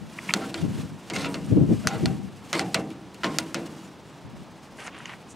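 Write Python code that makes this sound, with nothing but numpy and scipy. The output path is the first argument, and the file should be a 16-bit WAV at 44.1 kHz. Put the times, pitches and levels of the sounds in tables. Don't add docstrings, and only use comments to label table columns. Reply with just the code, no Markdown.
import sys
import numpy as np
from scipy import signal
from scipy.fft import rfft, irfft, next_fast_len
from scipy.io import wavfile

SR = 44100
rng = np.random.default_rng(int(sys.argv[2]) if len(sys.argv) > 2 else 0)


def unload_audio(sound):
    columns = np.transpose(np.atleast_2d(sound))
    steps = np.round(np.clip(columns, -1, 1) * 32767)
    wavfile.write(sys.argv[1], SR, steps.astype(np.int16))


N = 236318
RING_TIME = np.arange(32768) / SR

# (frequency [Hz], level [dB])
CONTACT_TONE = [(100, -51), (600, 1), (1400, 5), (3400, -0.5), (4300, 6.5), (6000, 1), (8800, -6),
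                (11800, -13), (14000, -30), (16000, -47)]


def amp(db):
    return 10 ** (np.asarray(db) / 20)


def unit_rms(x):
    return x / np.sqrt(np.mean(x ** 2) + 1e-20)


def unit_energy(x):
    return unit_rms(x) / np.sqrt(x.shape[-1])


def curve(points, hz):
    point_hz, value = np.transpose(points)
    return np.interp(np.log(hz + 1), np.log(point_hz + 1), value)


def bins(size):
    return np.fft.rfftfreq(size, 1 / SR)


def add(mix, start, sound):
    part = mix[:, max(round(start * SR), 0):][:, :sound.shape[-1]]
    part += sound[..., :part.shape[1]]


def colour(x, tone):
    size = next_fast_len(x.shape[-1])
    return irfft(rfft(x, size) * amp(curve(tone, bins(size))), size)[..., :x.shape[-1]]


def tilted(x, slope_db, corner_hz=2500):
    size = next_fast_len(x.shape[-1] + 512)
    octaves = np.log2(1 + (bins(size) / corner_hz) ** 2) / 2
    return irfft(rfft(x, size) * amp(slope_db * octaves), size)[..., :x.shape[-1]]


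def band(x, low_hz, high_hz):
    high_hz = min(high_hz, SR / 3)
    low_hz = min(low_hz, high_hz * .9)
    return signal.sosfilt(signal.butter(4, [low_hz, high_hz], "band", fs=SR, output="sos"), x)


def stereo_noise(size):
    # (frequency [Hz], likeness [0 to 1])
    likeness = [(30, 1), (150, 1), (300, 0.99), (600, 0.98), (1200, 0.97), (2200, 0.96), (4000, 0.9),
                (16000, 1)]
    padded = next_fast_len(size)
    a, b = rfft(rng.standard_normal((2, padded)))
    same = np.clip(curve(likeness, bins(padded)), 0, 1)
    mid, side = a * np.sqrt((1 + same) / 2), b * np.sqrt((1 - same) / 2)
    return irfft(np.array([mid + side, mid - side]), padded)[:, :size]


def drift(rate_hz, size):
    points = rng.standard_normal(4096)
    return unit_rms(np.interp(np.arange(size) / SR * rate_hz, np.arange(len(points)), points))


def grains(size, per_s, spread_db):
    heights = amp(spread_db * np.minimum(rng.exponential(1, size), 4)) * rng.choice([-1, 1], size)
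    return unit_rms(heights * (rng.random(size) < per_s / SR))


def swell(start, hold, rise_s, fall_s):
    t = np.arange(N) / SR - start
    return np.exp(np.minimum(t, 0) / rise_s - np.maximum(t - hold, 0) / fall_s)


def ringing(notes, t, scatter_db=0, stretch=1):
    chance = rng.standard_normal((len(notes), 2))
    sound = np.zeros(len(t))
    for (hz, db, ring_s), (luck, phase) in zip(notes, chance):
        fade = amp(db + scatter_db * luck - 60 * t / (ring_s * stretch))
        sound += fade * np.sin(2 * np.pi * hz * t + np.pi * phase)
    return unit_energy(sound)


def burner(level_db=-48):
    # (frequency [Hz], level [dB])
    flame_tone = [(20, -26), (70, -1.5), (170, 3), (300, 2), (550, -3), (900, -3), (1500, -11),
                  (2200, -15.5), (3500, -17.5), (6000, -24.5), (8000, -43), (11000, -63), (15500, -39)]
    flicker = amp(.5 * drift(25, N))
    return amp(level_db) * flicker * unit_rms(colour(stereo_noise(N), flame_tone))


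def wind_strength(breeze_db=-57, shake_db=2, shake_hz=45.06):
    # (time [s], hold [s], level [dB], fade time [s])
    gust_list = [(0.01, 0.025, -36.5, 0.036), (0.644, 0.028, -22.5, 0.057), (0.791, 0.0072, -26, 0.0081),
                 (0.854, 0.004, -29, 0.013), (0.923, 0.023, -38, 0.02), (1.14, 0.4, -40.5, 0.03),
                 (1.528, 0.08, -17.5, 0.1), (1.705, 0.024, -18, 0.027), (1.872, 0.006, -25.5, 0.014),
                 (1.961, 0.0054, -25, 0.016), (2.036, 0.017, -19, 0.047), (2.104, 0.01, -29, 0.12),
                 (4.258, 0.16, -43, 0.023)]
    gusts = [amp(db) * swell(start, hold, rise_s=0.024, fall_s=fade) for start, hold, db, fade in gust_list]
    power = amp(breeze_db) ** 2 + np.sum(np.square(gusts), 0)
    return np.sqrt(power) * amp(shake_db * drift(shake_hz, N))


def wind(lean_left_db=2.16, roar_db=-11, crossover=0.21):
    # (frequency [Hz], level [dB])
    buffet_tone = [(20, -33), (50, -21.5), (90, -2), (140, 2), (210, 0), (320, -11), (480, -23),
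                   (700, -35.5), (1200, -55), (3000, -67)]
    strength = wind_strength()
    big_swirls, small_swirls = colour(rng.standard_normal((2, 2, N)), buffet_tone)
    roar = unit_rms(band(small_swirls + crossover * small_swirls[::-1], 300, 2000))
    roar_share = np.clip((strength / amp(roar_db)) ** 0.85, 0, .8)
    rumble = unit_rms(big_swirls) * np.sqrt(1 - roar_share ** 2)
    return strength * (rumble + roar * roar_share) * amp([[lean_left_db], [-lean_left_db]])


def shoe_scuffs(spill_db=-15):
    # (time [s], length [s], level [dB], low edge [Hz], high edge [Hz])
    slides = [(4.756, 0.11, -57, 4200, 10600), (4.775, 0.077, -43.5, 200, 3080),
              (4.827, 0.053, -52, 5100, 10200), (4.834, 0.072, -41, 475, 2760),
              (4.885, 0.21, -49, 665, 3300), (4.942, 0.25, -68, 4800, 10700), (5.04, 0.12, -45, 750, 3180),
              (5.28, 0.064, -53.5, 5450, 9500)]
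    out = np.zeros((2, N))
    for start, length, db, low_hz, high_hz in slides:
        size = int(length * SR)
        grind = stereo_noise(SR // 2) + grains(SR // 2, per_s=700, spread_db=5.0)
        crunch = unit_rms(band(grind, low_hz, high_hz))
        crunch += amp(spill_db) * unit_rms(colour(grind, CONTACT_TONE))
        add(out, start, amp(db) * unit_rms(crunch[:, :size] * signal.windows.tukey(size, .7)))
    return out


def creaks(width=1.24, body_db=-10):
    # (time [s], length [s], energy [dB], pitch [Hz])
    ticks = [(0.1856, 0.005, -6.5, 2170), (.29, 0.0024, -4, 2230), (0.293, 0.0028, 0, 2240),
             (.3015, 0.0013, -14, 2300), (0.306, 0.0014, -2, 2230), (0.312, 0.00089, -14, 2680),
             (4.786, 0.0023, -19, 1710), (4.872, 0.0023, -18, 6350), (4.987, 0.00099, -25.5, 7800),
             (5.002, 0.0028, -17, 1590), (5.056, 0.0014, -11, 2350), (5.057, 0.00065, -18.5, 5660),
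             (5.097, .001, -17, 1890), (5.136, 0.0012, -17, 1770)]
    out, t = np.zeros((2, N)), RING_TIME[:2048]
    for start, length, db, hz in ticks:
        fade = np.exp(-(t / length) ** 4) + .1 * np.exp(-t / .011)
        burst = rng.standard_normal(len(t)) * fade
        tick = unit_energy(band(burst, hz / width, hz * width))
        body = unit_energy(band(burst, hz / 2 / width, hz / 2 * width))
        add(out, start, amp(db) * unit_energy(tick + amp(body_db) * body))
    return out


def fat_whistles(waver=.002):
    # (time [s], length [s], level [dB], pitch [Hz])
    whistles = [(3.82, 0.061, -63.5, 7000), (4.067, 0.086, -71, 7640)]
    out = np.zeros((2, N))
    for start, length, db, hz in whistles:
        size = int(length * SR)
        cycles = np.cumsum(hz * (1 + waver * drift(300, size))) / SR
        add(out, start, amp(db) * unit_rms(np.sin(2 * np.pi * cycles) * np.hanning(size)))
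    return out


def firebox_bands():
    # (frequency [Hz], level [dB], time to fade 60 dB [s], rise time [s])
    ring_bands = [(65.5, -24, 1, 0.0098), (182, 0, 1, 0.011), (330, -4.5, 0.62, 0.0082),
                  (560, -4.5, 0.44, 0.0093), (950, -10.5, 0.28, 0.014), (1740, -14.5, 0.27, 0.0035),
                  (2680, -4, 0.072, 0.00033), (4840, -21, 0.15, 0.0019), (7740, -23.5, 0.11, 0.0021),
                  (13900, -51, 0.083, 0.0011)]
    hz, db, ring_s, rise_s = np.transpose(ring_bands)
    freqs = bins(len(RING_TIME))
    bass_cut = np.minimum(freqs / hz[0], 1)
    tone = amp(curve(np.c_[hz, db], freqs)) * bass_cut
    shares = np.array([curve(np.c_[hz, row], freqs) for row in np.eye(len(hz))])
    rise = 1 - np.exp(-RING_TIME / rise_s[:, None])
    fall_db = -60 * RING_TIME / ring_s[:, None]
    return shares * tone, rise, fall_db


def grate_ring(bands, stretch=1, notes_db=-2, rise_s=0.012):
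    # (pitch [Hz], level [dB], time to fade 60 dB at stretch 1 [s])
    grate_notes = [(154.5, 4, 0.63), (197, -1, 1), (279.2, 4, 1), (310.3, -4.5, 1), (325.3, 4, 0.57),
                   (422, -18, 0.96), (455.3, 1.5, 0.51), (561, -24, 0.59), (634, -7, 0.34), (655, 0, 0.49),
                   (777, -2, 0.57), (963, -0.5, 0.29), (1064, -8.5, 0.51), (1190, -4, 0.33),
                   (2100, -3, 0.236), (2700, -2, 0.25)]
    tones, rise, fall_db = bands
    noise_bands = irfft(rfft(stereo_noise(len(RING_TIME)))[:, None] * tones)
    blur = (noise_bands * rise * amp(fall_db / stretch)).sum(1)
    notes = ringing(grate_notes, RING_TIME, scatter_db=4.5, stretch=stretch)
    notes *= 1 - np.exp(-RING_TIME / rise_s)
    return unit_energy(unit_energy(blur) + amp(notes_db) * notes)


def towel_pressure(press_s=0.12, lift_s=0.082, ease_db_per_s=3.5, sizzle_db=-55):
    # (time [s], length [s], starting level [dB])
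    strokes = [(0.22, 0.6, -42), (1.103, 0.39, -46), (1.77, 0.33, -42.5), (2.528, 0.27, -45.5),
               (3.245, 0.58, -46.5)]
    t = np.arange(N) / SR
    power = np.full(N, amp(sizzle_db) ** 2)
    for start, length, db in strokes:
        easing = amp(db - ease_db_per_s * np.clip(t - start, 0, length))
        power += (easing * swell(start, length, press_s, lift_s)) ** 2
    return np.sqrt(power)


def towel(bands, fibres_db=-5, flutter_db=2.2, hum_db=-2):
    # (frequency [Hz], level [dB])
    paper_tone = [(60, -15), (180, 24), (500, 0), (1000, 5), (2600, 1), (4200, -1), (8000, -3.5),
                  (11000, -10), (15500, -21)]
    rub = unit_rms(stereo_noise(N) + amp(fibres_db) * grains(N, per_s=1400, spread_db=2))
    pressure = towel_pressure() * amp(flutter_db * drift(60, N))
    hiss = pressure * unit_rms(colour(rub, paper_tone))
    shaking = pressure * rng.standard_normal(N)
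    hum = signal.fftconvolve(shaking[None], grate_ring(bands), axes=1)[:, :N]
    return hiss + amp(hum_db) * hum


def tong_snap(crack_db=-2, arms_db=-6, chatter_db=-6, chatter_s=0.0049, lag_s=0.0006865):
    # (pitch [Hz], level [dB], time to fade 60 dB [s])
    arm_notes = [(673.6, 0.5, 0.17), (1353, 11, 0.038), (1435, 9, 0.081), (2002, 12, 0.04),
                 (2320, -11, 0.019), (2840, -11, 0.12), (3500, 6.5, 0.044), (4300, 15, 0.016),
                 (4480, -17, 0.0083), (5340, -30, .025), (6600, -51, 0.0087), (6450, -3.5, 0.022),
                 (6900, 8.5, 0.011), (8520, 13, 0.0067)]
    t = RING_TIME[:8192]
    log_gain = np.log(amp(curve(CONTACT_TONE, abs(np.fft.fftfreq(len(t), 1 / SR)))))
    click = np.exp(np.conj(signal.hilbert(log_gain)))[:len(t) // 2 + 1]
    delay = np.exp(-4j * np.pi * lag_s * np.sqrt(1000 * bins(len(t))))
    crack = unit_energy(irfft(click * delay))
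    chatter = unit_energy(colour(stereo_noise(len(t)), CONTACT_TONE) * np.exp(-t / chatter_s))
    arms = ringing(arm_notes, t, scatter_db=2)
    return amp(crack_db) * crack + amp(arms_db) * arms + amp(chatter_db) * chatter


def tong_scrapes(bands, ring_db=3, rasp_db=-6, rasp_cycles=50):
    # (time [s], length [s],
    # level [dB], treble tilt [dB per octave], rasp pitch [Hz])
    drags = [(0.341, 0.0031, -20.5, -34, 715), (.405, 0.043, -32.5, -11, 1390),
             (0.569, 0.033, -39.5, 0.5, 3230), (1.13, 0.044, -29, 0, 2130), (1.176, 0.07, -34, 2.5, 2060),
             (1.238, 0.033, -29.5, -3.5, 2670), (1.277, 0.091, -52, 10.5, 930),
             (1.834, 0.023, -32, -24, 630), (1.876, 0.014, -31.5, 2, 6200), (1.894, 0.079, -32.5, -11, 808),
             (2.531, 0.027, -25.5, -2, 2030), (2.555, 0.069, -34.5, 3.5, 800),
             (3.236, 0.036, -29.5, -4, 2870), (3.27, 0.11, -43, 0, 990), (3.389, 0.021, -37, 4, 1430)]
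    out = np.zeros((2, N))
    for start, length, db, tilt_db, rasp_hz in drags:
        size = int(length * SR)
        slips = unit_rms(grains(SR, per_s=2500, spread_db=3.5)[:size] * signal.windows.tukey(size, .3))
        one_hit = amp(ring_db) * grate_ring(bands)
        one_hit += amp(rasp_db) * ringing([(rasp_hz, 0, rasp_cycles / rasp_hz)], RING_TIME)
        add(one_hit, 0, tong_snap(crack_db=-7, chatter_db=-10.5, chatter_s=0.014, lag_s=.002))
        one_hit = unit_energy(tilted(one_hit, tilt_db))
        add(out, start, amp(db) * signal.fftconvolve(slips[None], one_hit, axes=1))
    return out


def tong_clacks(bands, note_db=-5, note_width=1.124, ping_db=-6, ping_s=0.02):
    # (time [s], snap energy [dB], treble tilt [dB per octave], ping pitch [Hz],
    # ring energy [dB], ring stretch [factor], note of the spot [Hz])
    hits = [(0.3378, 8.5, 1.5, 4380, 2, 1.04, 705), (0.543, -4.5, -4.5, 4270, 0.5, 1.36, 327),
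            (1.0999, -8.5, 0, 4740, 2.5, 0.64, 202), (1.1634, -3, -5, 2110, 1.5, 0.95, 205),
            (1.2465, -6, -12, 2880, -1, 1.2, 283), (1.343, -7.5, -4, 4400, -1, 1, 312),
            (1.463, -26, 13, 8800, -20, .9, 200), (1.872, 7.5, 1.5, 1480, -3, 1.2, 766),
            (2.0576, 1, -2.5, 4330, -4.5, 0.71, 760), (2.5297, 1.5, -1.5, 2070, 7.5, 0.84, 330),
            (2.594, 2.5, -0.5, 2060, 4, 0.82, 767), (2.7444, 3.5, 3.5, 4040, -3, 0.92, 466),
            (2.746, 5, -0.5, 1490, 8, 0.89, 314), (2.904, -27, 8, 3480, -10.5, 1.8, 338),
            (3.1448, -24.5, 9, 4240, -15, 1.1, 201), (3.2341, -3, -11, 1330, 4.5, 0.56, 1000),
            (3.2439, 3, -9, 3000, 5.5, 0.99, 318), (3.3857, 6, 1.5, 1355, -1, 0.77, 321),
            (3.5446, -1, 0.5, 4360, 5, 1.14, 322)]
    out = np.zeros((2, N))
    for start, snap_db, tilt_db, ping_hz, ring_db, stretch, note_hz in hits:
        snap = tong_snap()
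        ping = ringing([(ping_hz, 0, ping_s)], RING_TIME[:snap.shape[1]])
        ring = grate_ring(bands, stretch)
        note = unit_energy(band(ring, note_hz / note_width, note_hz * note_width))
        add(out, start, amp(snap_db) * unit_energy(tilted(snap + amp(ping_db) * ping, tilt_db)))
        add(out, start, amp(ring_db) * unit_energy(ring + amp(note_db) * note))
    return out


def scene():
    bands = firebox_bands()
    grill = tong_clacks(bands) + tong_scrapes(bands) + towel(bands) + fat_whistles()
    return grill + creaks() + shoe_scuffs() + wind() + burner()


def record(dry, top_hz=15850):
    rounded = dry / (1 + abs(dry) ** 6) ** (1 / 6)
    low_pass = signal.firwin(255, top_hz, window=("kaiser", 9), fs=SR)
    return signal.oaconvolve(rounded, low_pass[None], "same")


dry = scene()
out = record(dry)
unload_audio(out)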